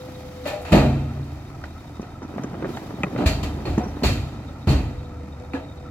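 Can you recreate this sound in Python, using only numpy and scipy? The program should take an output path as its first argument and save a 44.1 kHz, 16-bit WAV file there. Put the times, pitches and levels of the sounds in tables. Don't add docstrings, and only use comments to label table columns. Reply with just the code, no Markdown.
import sys
import numpy as np
from scipy import signal
from scipy.io import wavfile

SR = 44100
rng = np.random.default_rng(int(sys.argv[2]) if len(sys.argv) > 2 else 0)


def log_audio(samples):
    frames = np.atleast_2d(samples).T
    limited = np.clip(frames, -1, 1)
    pcm = np.round(limited * 32767).astype(np.int16)
    wavfile.write(sys.argv[1], SR, pcm)


N = 260190
TIME = np.arange(N) / SR
BAND_EDGES_HZ = 31.25 * 2 ** (np.arange(28) / 3)
BAND_CENTRES_HZ = np.sqrt(BAND_EDGES_HZ[1:] * BAND_EDGES_HZ[:-1])
# (frequency [Hz], left-right correlation [0-1])
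STEREO_LIKENESS = [(100, 0.98), (500, 0.97), (1000, 0.82), (4000, 0.25), (10000, 0)]

# (time [s], firing rate [Hz])
ENGINE_SPEED = [(0, 82), (.45, 80.9), (1.3, 76.5), (2.4, 82.25), (4.9, 80.47), (5.22, 78.56), (5.5, 80.25),
                (5.9, 79)]
# (pitch [multiple of the firing rate], level [dB])
EXHAUST_ORDERS = [(.5, -64), (1, -45.5), (1.5, -63), (2, -54), (2.5, -64)]
# (pitch [Hz], level [dB])
TRUCK_DRONE = [(131, -46.5), (285, -51), (1254, -66)]
# (frequency [Hz], relative density [dB])
ROAR_EQ = [(28, 7), (45, 6), (90, 11), (180, 2), (300, 4.5), (430, -9), (680, -3), (950, -8.5), (1300, -14),
           (1600, -16.5), (2600, -16), (3200, -72), (4500, -25.5), (7500, -31), (9000, -39), (15000, -65)]
# (start [s], end [s], level [dB])
VALVE_MOVES = [(-.2, .5, -50), (.6, 1.9, -56.5), (2.22, 2.6, -58), (2.64, 2.78, -48.5), (2.9, 4.1, -53),
               (4.4, 4.75, -61)]
# (frequency [Hz], relative density [dB])
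HISS_EQ = [(2500, 8.5), (4000, 10), (7000, 3), (8700, -6), (12000, 4), (15500, -3.5)]
IDLE_HISS_DB = -61
# (start [s], end [s], level [dB])
BOOM_SWINGS = [(-.2, .6, -42), (4.65, 5.0, -46), (5.36, 5.57, -47)]
# (time [s], level [dB], pitch [Hz], half length [s])
PIVOT_SQUEAKS = [(0.017, -49, 3790, .008), (0.155, -49, 3880, .01), (0.375, -55, 3780, .018),
                 (0.442, -52, 3820, .008), (1.235, -55, 3830, .01), (1.72, -56, 3830, .012),
                 (2.75, -49, 3830, .012), (2.965, -54, 3800, .015), (3.845, -47, 5720, .012),
                 (3.89, -50, 5750, .015), (3.97, -53, 3850, .012), (4.49, -55, 3720, .028),
                 (4.63, -54, 3830, .018), (4.992, -53, 3830, .008), (5.06, -56, 3750, .014),
                 (5.645, -53, 3830, .016), (5.782, -52, 3820, .01)]

# (time [s], level [dB], treble loss [dB/octave], low cut [Hz], rattle length [s])
STEEL_BLOWS = [(0.453, -30, 4, 523, 0.044), (0.468, -27, 1, 10000, 0.006), (0.469, -34, 2.5, 700, 0.021),
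               (0.612, -41, -0.5, 10000, 0.013), (0.647, -33.5, 4.5, 600, 0.13),
               (0.715, -21, 2.5, 9900, 0.016), (0.719, -16, 5, 202, 0.043), (1.637, -43, 4, 1500, 0.007),
               (2.016, -40.5, 6, 600, 0.015), (3.176, -28, 7, 160, 0.051), (3.258, -26.5, 0, 440, 0.019),
               (3.428, -34, 0.5, 30.4, 0.011), (3.651, -28.5, 6, 304, 0.016), (3.676, -42, 2.5, 30, 0.059),
               (3.777, -26.5, 10.5, 443, 0.02), (4.032, -27, 0.2, 45, 0.035), (4.67, -26.5, 4, 30.4, 0.051),
               (4.688, -34.5, 0.5, 2510, 0.026), (5.532, -29.5, 7, 440, 0.02)]
# (frequency [Hz], band gain [dB])
BLOW_EQ = [(35, -51), (50, 0), (100, 2), (230, -10.5), (420, -6.5), (700, -6), (1100, -10), (2500, -5),
           (3500, -5), (6500, -12), (9000, -24), (12500, -4), (15000, -19)]
# (pitch [Hz], width [Hz], gain over the plain crash [dB])
PLATE_RESONANCES = [(219, 13, -23), (275.5, 52.4, 10.5), (639, 6.8, 8), (840, 15, -17), (1190, 15, 2.5),
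                    (2430, 160, -1), (2685, 86, 5), (4030, 50, 8), (4440, 240, 7.5), (7210, 920, 10)]
# (time [s], level [dB], contact time [s])
BUCKET_HITS = [(0.456, -3.5, .0007), (0.477, -2, .0004), (0.528, -4.5, .0009), (0.730, 7, 0.00037),
               (3.265, -9, .0001), (3.654, -23.5, 0.00011), (4.035, -7, .0001), (4.690, -14, .0001)]
# (pitch [Hz], level [dB], t60 [s])
BUCKET_MODES = [(553, -24.5, 0.34), (600, -21, 0.4), (693, -27.5, 0.59), (805, -36, 0.64), (1776, -31, 0.2),
                (2240, -34, 0.36), (2480, -29, 0.32), (2800, -24, 0.22), (4215, -23, 0.26),
                (4250, -29.5, 0.21), (4330, -13, 0.14), (4470, -19, 0.45)]
# (time [s], level [dB], pitch [Hz], click against knock [dB])
STONE_LANDINGS = [(0.710, -21, 200, -24), (0.720, -6, 155, -24), (0.752, -10, 205, -15),
                  (0.775, -11, 170, -16), (1.171, -31, 400, -13), (1.196, -28, 270, -19),
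                  (1.639, -31, 700, -3), (1.996, -20.5, 215, -21), (2.028, -29, 330, -15),
                  (2.219, -28, 420, -12), (2.229, -27, 250, -12), (2.248, -27, 255, -16),
                  (2.339, -25, 290, -18), (2.361, -26, 240, -15), (2.381, -22, 600, -14),
                  (2.394, -21, 240, -22), (2.435, -25, 480, -11), (2.443, -18.5, 235, -15),
                  (2.531, -24, 210, -18), (2.541, -25, 480, -18), (2.552, -26, 420, -16),
                  (2.624, -18, 330, -15), (2.638, -20, 200, -24), (2.645, -20, 440, -13),
                  (2.654, -19, 340, -16), (2.690, -22, 310, -17), (2.702, -23, 280, -19),
                  (2.770, -22, 760, -9), (2.906, -28, 400, -14), (2.938, -21, 220, -24),
                  (3.004, -22, 240, -20), (3.036, -15, 190, -24), (3.037, -16, 560, -20),
                  (3.066, -23, 350, -14), (3.149, -20, 250, -22), (3.161, -21, 560, -11),
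                  (3.186, -17, 350, -20), (3.205, -13.5, 290, -20), (3.221, -18, 440, -17),
                  (3.238, -17, 270, -21), (3.255, -11, 78, -30), (3.432, -20, 320, -22),
                  (3.603, -27, 340, -18), (3.671, -17.5, 230, -18), (3.682, -13.5, 74, -30),
                  (3.715, -18, 68, -30), (3.778, -7.5, 222, -20), (3.838, -23, 300, -14),
                  (3.862, -20, 220, -22), (3.969, -23, 285, -18), (4.023, -13, 240, -22),
                  (4.037, -12, 370, -20), (4.672, -13, 135, -22), (4.700, -12, 125, -24)]
# (time [s], level [dB], contact time [s])
TIPPER_HITS = [(0.723, 1, 0.002), (3.258, -1.5, 0.0088), (3.678, -5, 0.0098), (4.030, -9, 0.0044),
               (4.673, -6.5, 0.0054), (4.734, -1, 0.012)]
# (pitch [Hz], level [dB], t60 [s])
TIPPER_MODES = [(51.04, -18.5, 1.04), (67, -1.5, 0.055), (75.8, -21, 2.6), (102.8, -25, 2.95),
                (130.2, -17, 0.44), (136.3, -16.5, 2.01), (153, -12, 0.34), (206.5, -9, 0.37),
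                (227.8, -16, 1.24), (250.7, -31, 0.66), (605, -13, 0.64)]
# (time [s], level [dB], contact time [s])
CRACK_HITS = [(0.728, -1, .0001), (3.034, 1, .0001), (3.043, -9.5, .0001), (3.161, -27, .0002),
              (3.654, -19.5, .0001), (5.535, -14, .0001)]
# (pitch [Hz], level [dB], t60 [s])
CRACK_RING = [(1270, -22.5, 0.063), (1910, -18, 0.026), (2502, -9.5, 0.013), (3280, -46, .015)]
# (time [s], level [dB], pitch [Hz], t60 [s])
CHIP_SCRATCHES = [(1.638, -45, 4900, .04), (2.016, -44, 5800, .05), (2.226, -52, 5600, .16),
                  (2.436, -39, 6300, .05), (2.764, -47, 7000, .12), (3.034, -38, 6700, .04),
                  (3.780, -37, 6380, .05)]

# (crest time [s], level [dB])
EARTH_SLIDES = [(2.43, -31), (2.652, -31), (3.223, -26.5), (3.861, -35.5)]
# (frequency [Hz], relative density [dB])
EARTH_EQ = [(60, -17), (130, -5), (270, -4.5), (450, -14.5), (900, -19), (1500, -28.5), (3000, -37.5),
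            (7000, -54), (15000, -82)]
# (time [s], level [dB], contact time [s])
ARM_HITS = [(5.538, 8, 0.0031), (5.552, -11.5, 0.00014)]
# (pitch [Hz], level [dB], t60 [s])
ARM_MODES = [(271, -19, 0.13), (507, -18, 0.21), (570, -32, 0.57), (845, -21, 0.052), (1690, -17.5, 0.12),
             (2400, -32, 0.13)]


def from_db(db):
    return 10 ** (np.asarray(db) / 20)


def rms_one(x):
    return x / np.sqrt(np.mean(x ** 2) + 1e-20)


def at_hz(curve, hz):
    frequencies, values = np.transpose(curve)
    return np.interp(np.log(hz), np.log(frequencies), values)


def drift(rate):
    knots = rng.standard_normal(N // 8)
    return np.interp(TIME * rate, np.arange(len(knots)), knots)


def delayed(x, seconds):
    return np.interp(TIME - seconds, TIME, x)


def held(moves, attack_s, release_s):
    gains = [from_db(db) * np.clip(np.minimum((TIME - start) / attack_s, 1 - (TIME - end) / release_s),
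                                   0, 1) for start, end, db in moves]
    return np.max(gains, axis=0)


def resonance(x, hz, width_hz):
    r = np.exp(-np.pi * width_hz / SR)
    poles = [1, -2 * r * np.cos(2 * np.pi * hz / SR), r * r]
    return signal.lfilter(np.array([1, 0, -1]) * (1 - r * r) / 2, poles, x + 1e-18)


def narrow(x, hz, width_hz):
    return rms_one(resonance(resonance(x, hz, width_hz), hz, width_hz))


def ring(force, hz, t60):
    r, w = np.exp(-np.log(1000) / (t60 * SR)), 2 * np.pi * hz / SR
    return signal.lfilter([0, np.sin(w)], [1, -2 * r * np.cos(w), r * r], force + 1e-18)


def struck(hits, modes, waver=0, waver_per_s=24):
    force, out = np.zeros(N), 0
    for s, db, contact_s in hits:
        push, at = np.hanning(int(contact_s * SR) + 3), round(s * SR)
        force[at:at + len(push)] += from_db(db) * push / push.sum()
    for k, (hz, db, t60) in enumerate(modes):
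        tone = delayed(ring(force, hz, t60), waver * drift(waver_per_s) / (2 * np.pi * hz))
        out = out + (-1) ** k * from_db(db) * tone * np.exp(waver * drift(waver_per_s))
    return out


def band_noise(gain_at, grain):
    white, out = rng.standard_normal((2, 2, N)) * grain, np.zeros((2, N))
    for k, hz in enumerate(BAND_CENTRES_HZ):
        low, high = BAND_EDGES_HZ[k:k + 2]
        mid, side = white[k % 2]
        alike = np.clip(at_hz(STEREO_LIKENESS, hz), 0, 1)
        pair = np.sqrt((1 + alike) / 2) * mid + np.sqrt((1 - alike) / 2) * np.array([side, -side])
        band = signal.sosfilt(signal.butter(2, [low, high], "band", fs=SR, output="sos"), pair)
        out += gain_at(hz) * np.sqrt(SR / 2 / (high - low)) * band
    return out


def eq_noise(eq, grain):
    return rms_one(band_noise(lambda hz: from_db(at_hz(eq, hz)) * np.sqrt(hz), grain))


def hydraulic_work():
    return np.hypot(1, held(VALVE_MOVES, attack_s=0.061, release_s=0.41) / from_db(IDLE_HISS_DB))


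def diesel(firing_hz, wobble=0.0053, waver_db=2, clatter_db=2, roar_db=-39.5, roar_follows=0.26):
    phase = 2 * np.pi * np.cumsum(firing_hz * (1 + wobble * drift(27.05))) / SR
    exhaust = 0
    for order, db in EXHAUST_ORDERS:
        gain = np.sqrt(2) * from_db(db - waver_db * drift(18))
        exhaust = exhaust + gain * np.sin(order * phase + rng.uniform(0, 2 * np.pi))
    clatter = from_db(clatter_db * (np.cos(phase) + drift(160)))
    return exhaust + from_db(roar_db) * hydraulic_work() ** roar_follows * eq_noise(ROAR_EQ, clatter)


def truck_drone(width_hz=7):
    return sum(from_db(db) * rms_one(resonance(rng.standard_normal(N), hz, width_hz * max(1, hz / 250)))
               for hz, db in TRUCK_DRONE)


def valve_hiss(flutter_db=1.2):
    flutter = from_db(flutter_db * drift(90))
    return from_db(IDLE_HISS_DB) * hydraulic_work() * eq_noise(HISS_EQ, flutter)


def pump_whine(firing_hz, strokes_per_firing=6.2, waver_db=2.5):
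    gain = held(BOOM_SWINGS, attack_s=0.048, release_s=0.63) * from_db(-waver_db * drift(27))
    pitch_hz = strokes_per_firing * firing_hz + drift(29.34)
    return np.sqrt(2) * gain * np.sin(2 * np.pi * np.cumsum(pitch_hz) / SR)


def machine_chatter(hz, width_hz, level_db, burst_db=7):
    tone = narrow(rng.standard_normal(N), hz, width_hz)
    bursts = from_db(burst_db * np.clip(drift(45), -2, 1))
    return from_db(level_db) * rms_one(tone * bursts)


def pivot_squeaks(width_hz=380):
    out = 0
    for s, db, hz, half_s in PIVOT_SQUEAKS:
        swell = np.exp(-((TIME - s) / half_s) ** 2)
        out = out + from_db(db) * swell * narrow(rng.standard_normal(N), hz, width_hz)
    return out


def crash_envelope(hz, knee_hz=677, top_hz=5300, bass_db_per_octave=2.5, attack_s=0.004):
    t, power = TIME[::32], 0
    octaves = np.log2(min(hz, top_hz) / knee_hz)
    for s, db, treble_loss, low_cut_hz, length_s in STEEL_BLOWS:
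        tilt_db = -octaves * (treble_loss if octaves > 0 else bass_db_per_octave)
        low_cut_db = -10 * np.log10(1 + (low_cut_hz / hz) ** 6)
        gain = from_db(db + tilt_db + low_cut_db + at_hz(BLOW_EQ, hz))
        attack = np.clip((t - s) / attack_s, 0, 1)
        age = np.maximum(t - s - length_s, 0) * (hz / 1000) ** 0.089
        t60 = 0.43 * (length_s / 0.034) ** 0.42
        tail = from_db(-23 - 60 * age / 2.2) * np.sqrt(length_s / 0.02)
        power = power + (gain * attack * (from_db(-60 * age / t60) + tail)) ** 2
    return np.interp(TIME, t, np.sqrt(power))


def steel_crashes(level_db=-4, shimmer_db=1, count=36):
    rattle = from_db(level_db) * band_noise(crash_envelope, grain=1)
    plates = sum(from_db(db) * resonance(rattle, hz, width) for hz, width, db in PLATE_RESONANCES)
    sheet_hz = np.geomspace(700, 8000, count) * rng.uniform(.97, 1.03, count)
    shimmer = sum(resonance(rattle, hz, width_hz=14 * np.sqrt(hz / 1000)) for hz in sheet_hz)
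    return rattle + plates + from_db(shimmer_db) * shimmer


def bucket_clanks():
    return struck(BUCKET_HITS, BUCKET_MODES, waver=0.32)


def stone_knocks(landings, crumble_db=-9, soil_cutoff_hz=2200):
    out, t = np.zeros(N), TIME[:SR // 4]
    grit_decay = from_db(5 - 60 * t / .032) + from_db(-11.5 - 60 * t / .17)
    for s, db, hz, click_db in landings:
        crest_cycles = 1.45 * 2 ** (db / 22)
        age = t * hz / crest_cycles
        tone = sum(share * np.sin(2 * np.pi * hz * ratio * t)
                   for ratio, share in [(.8, .22), (1, .85), (1.42, .22)])
        knock = tone * age * np.exp(1 - age)
        grit = rng.standard_normal(len(t))
        crumble = from_db(crumble_db) * narrow(grit, hz, width_hz=hz)
        click_hz = 867 * (hz / 410) ** 0.59
        click = from_db(click_db) * narrow(grit, click_hz, width_hz=1.16 * click_hz)
        stone = from_db(db) * (knock + grit_decay * (crumble + click))
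        at = round(s * SR)
        out[at:at + len(t)] += stone[:N - at]
    return signal.sosfilt(signal.butter(1, soil_cutoff_hz, fs=SR, output="sos"), out)


def tipper_booms():
    return struck(TIPPER_HITS, TIPPER_MODES, waver=0.35)


def sharp_cracks():
    return struck(CRACK_HITS, CRACK_RING)


def chip_scratches(width_hz=1500):
    noise, out = rng.standard_normal(N), 0
    for s, db, hz, t60 in CHIP_SCRATCHES:
        decay = (TIME >= s) * from_db(db - 60 * np.clip(TIME - s, 0, 1) / t60)
        out = out + decay * narrow(noise, hz, width_hz)
    return out


def earth_flow(rise_db_per_s=55, fall_db_per_s=83.5, trickle_db=-5, trickle_db_per_s=8):
    power = 0
    for s, db in EARTH_SLIDES:
        before, after = np.maximum(s - TIME, 0), np.maximum(TIME - s, 0)
        fall_db = np.maximum(-fall_db_per_s * after, trickle_db - trickle_db_per_s * after)
        power = power + from_db(db - rise_db_per_s * before + fall_db) ** 2
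    return np.sqrt(power)


def sliding_earth(flow, grain_db=2.5, lump_db=1):
    return flow * eq_noise(EARTH_EQ, from_db(grain_db * drift(1500) + lump_db * drift(70)))


def grit_ticks(flow, peak_per_s=260, level_db=-24, spread_db=3, ring_cycles=35, pitches=12):
    ticks_per_s = peak_per_s * np.sqrt(flow / flow.max())
    sizes = from_db(level_db + spread_db * np.minimum(rng.exponential(1, N), 3))
    ticks = flow * sizes * (rng.random(N) < ticks_per_s / SR)
    pitch_index = rng.integers(0, pitches, N)
    return sum(ring(ticks * (pitch_index == k), hz, t60=ring_cycles / hz)
               for k, hz in enumerate(np.geomspace(4200, 7800, pitches)))


def pebble_knocks(flow, count=18, level_db=-4, spread_db=2, hz=340, spread_octaves=0.45, click_db=-32):
    share_poured = np.cumsum(flow) / flow.sum()
    at = np.searchsorted(share_poured, (np.arange(count) + rng.random(count)) / count).clip(0, N - 1)
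    strength, smallness = rng.standard_normal((count, 2)).T
    levels = 20 * np.log10(flow[at]) + level_db + spread_db * strength
    pitches = hz * 2 ** (spread_octaves * smallness)
    return stone_knocks(zip(TIME[at], levels, pitches, np.full(count, click_db)))


def arm_clunks():
    return struck(ARM_HITS, ARM_MODES)


def placed(sound, echo_s=0.00168, echo_db=-8.5, right_lag_s=0.000085):
    left, right = sound
    bounce = signal.sosfilt(signal.butter(1, [150, 9000], "band", fs=SR, output="sos"), sound.mean(0))
    echo = from_db(echo_db) * delayed(bounce, echo_s)
    echo = signal.sosfiltfilt(signal.butter(2, 300, "high", fs=SR, output="sos"), echo)
    return np.array([from_db(1.58) * (left + echo), from_db(1.72) * delayed(right - echo, right_lag_s)])


def scene():
    firing_hz = np.interp(TIME, *np.transpose(ENGINE_SPEED))
    flow = earth_flow()
    bed = diesel(firing_hz) + truck_drone() + valve_hiss() + pump_whine(firing_hz)
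    chirp = machine_chatter(hz=3710, width_hz=120, level_db=-63.5)
    rattle = machine_chatter(hz=1302, width_hz=134, level_db=-55.5)
    steel = pivot_squeaks() + steel_crashes() + bucket_clanks() + tipper_booms() + arm_clunks()
    rock = stone_knocks(STONE_LANDINGS) + sharp_cracks() + chip_scratches()
    soil = sliding_earth(flow) + grit_ticks(flow) + pebble_knocks(flow)
    return placed(bed + chirp + rattle + steel + rock + soil)


def record(dry, low_cut_hz=36, high_cut_hz=15800):
    thinned = signal.sosfilt(signal.butter(4, low_cut_hz, "high", fs=SR, output="sos"), dry)
    rounded = 1.093 * np.tanh(thinned / 1.58)
    return signal.sosfilt(signal.ellip(10, .2, 80, high_cut_hz, fs=SR, output="sos"), rounded)


dry = scene()
out = record(dry)
log_audio(out)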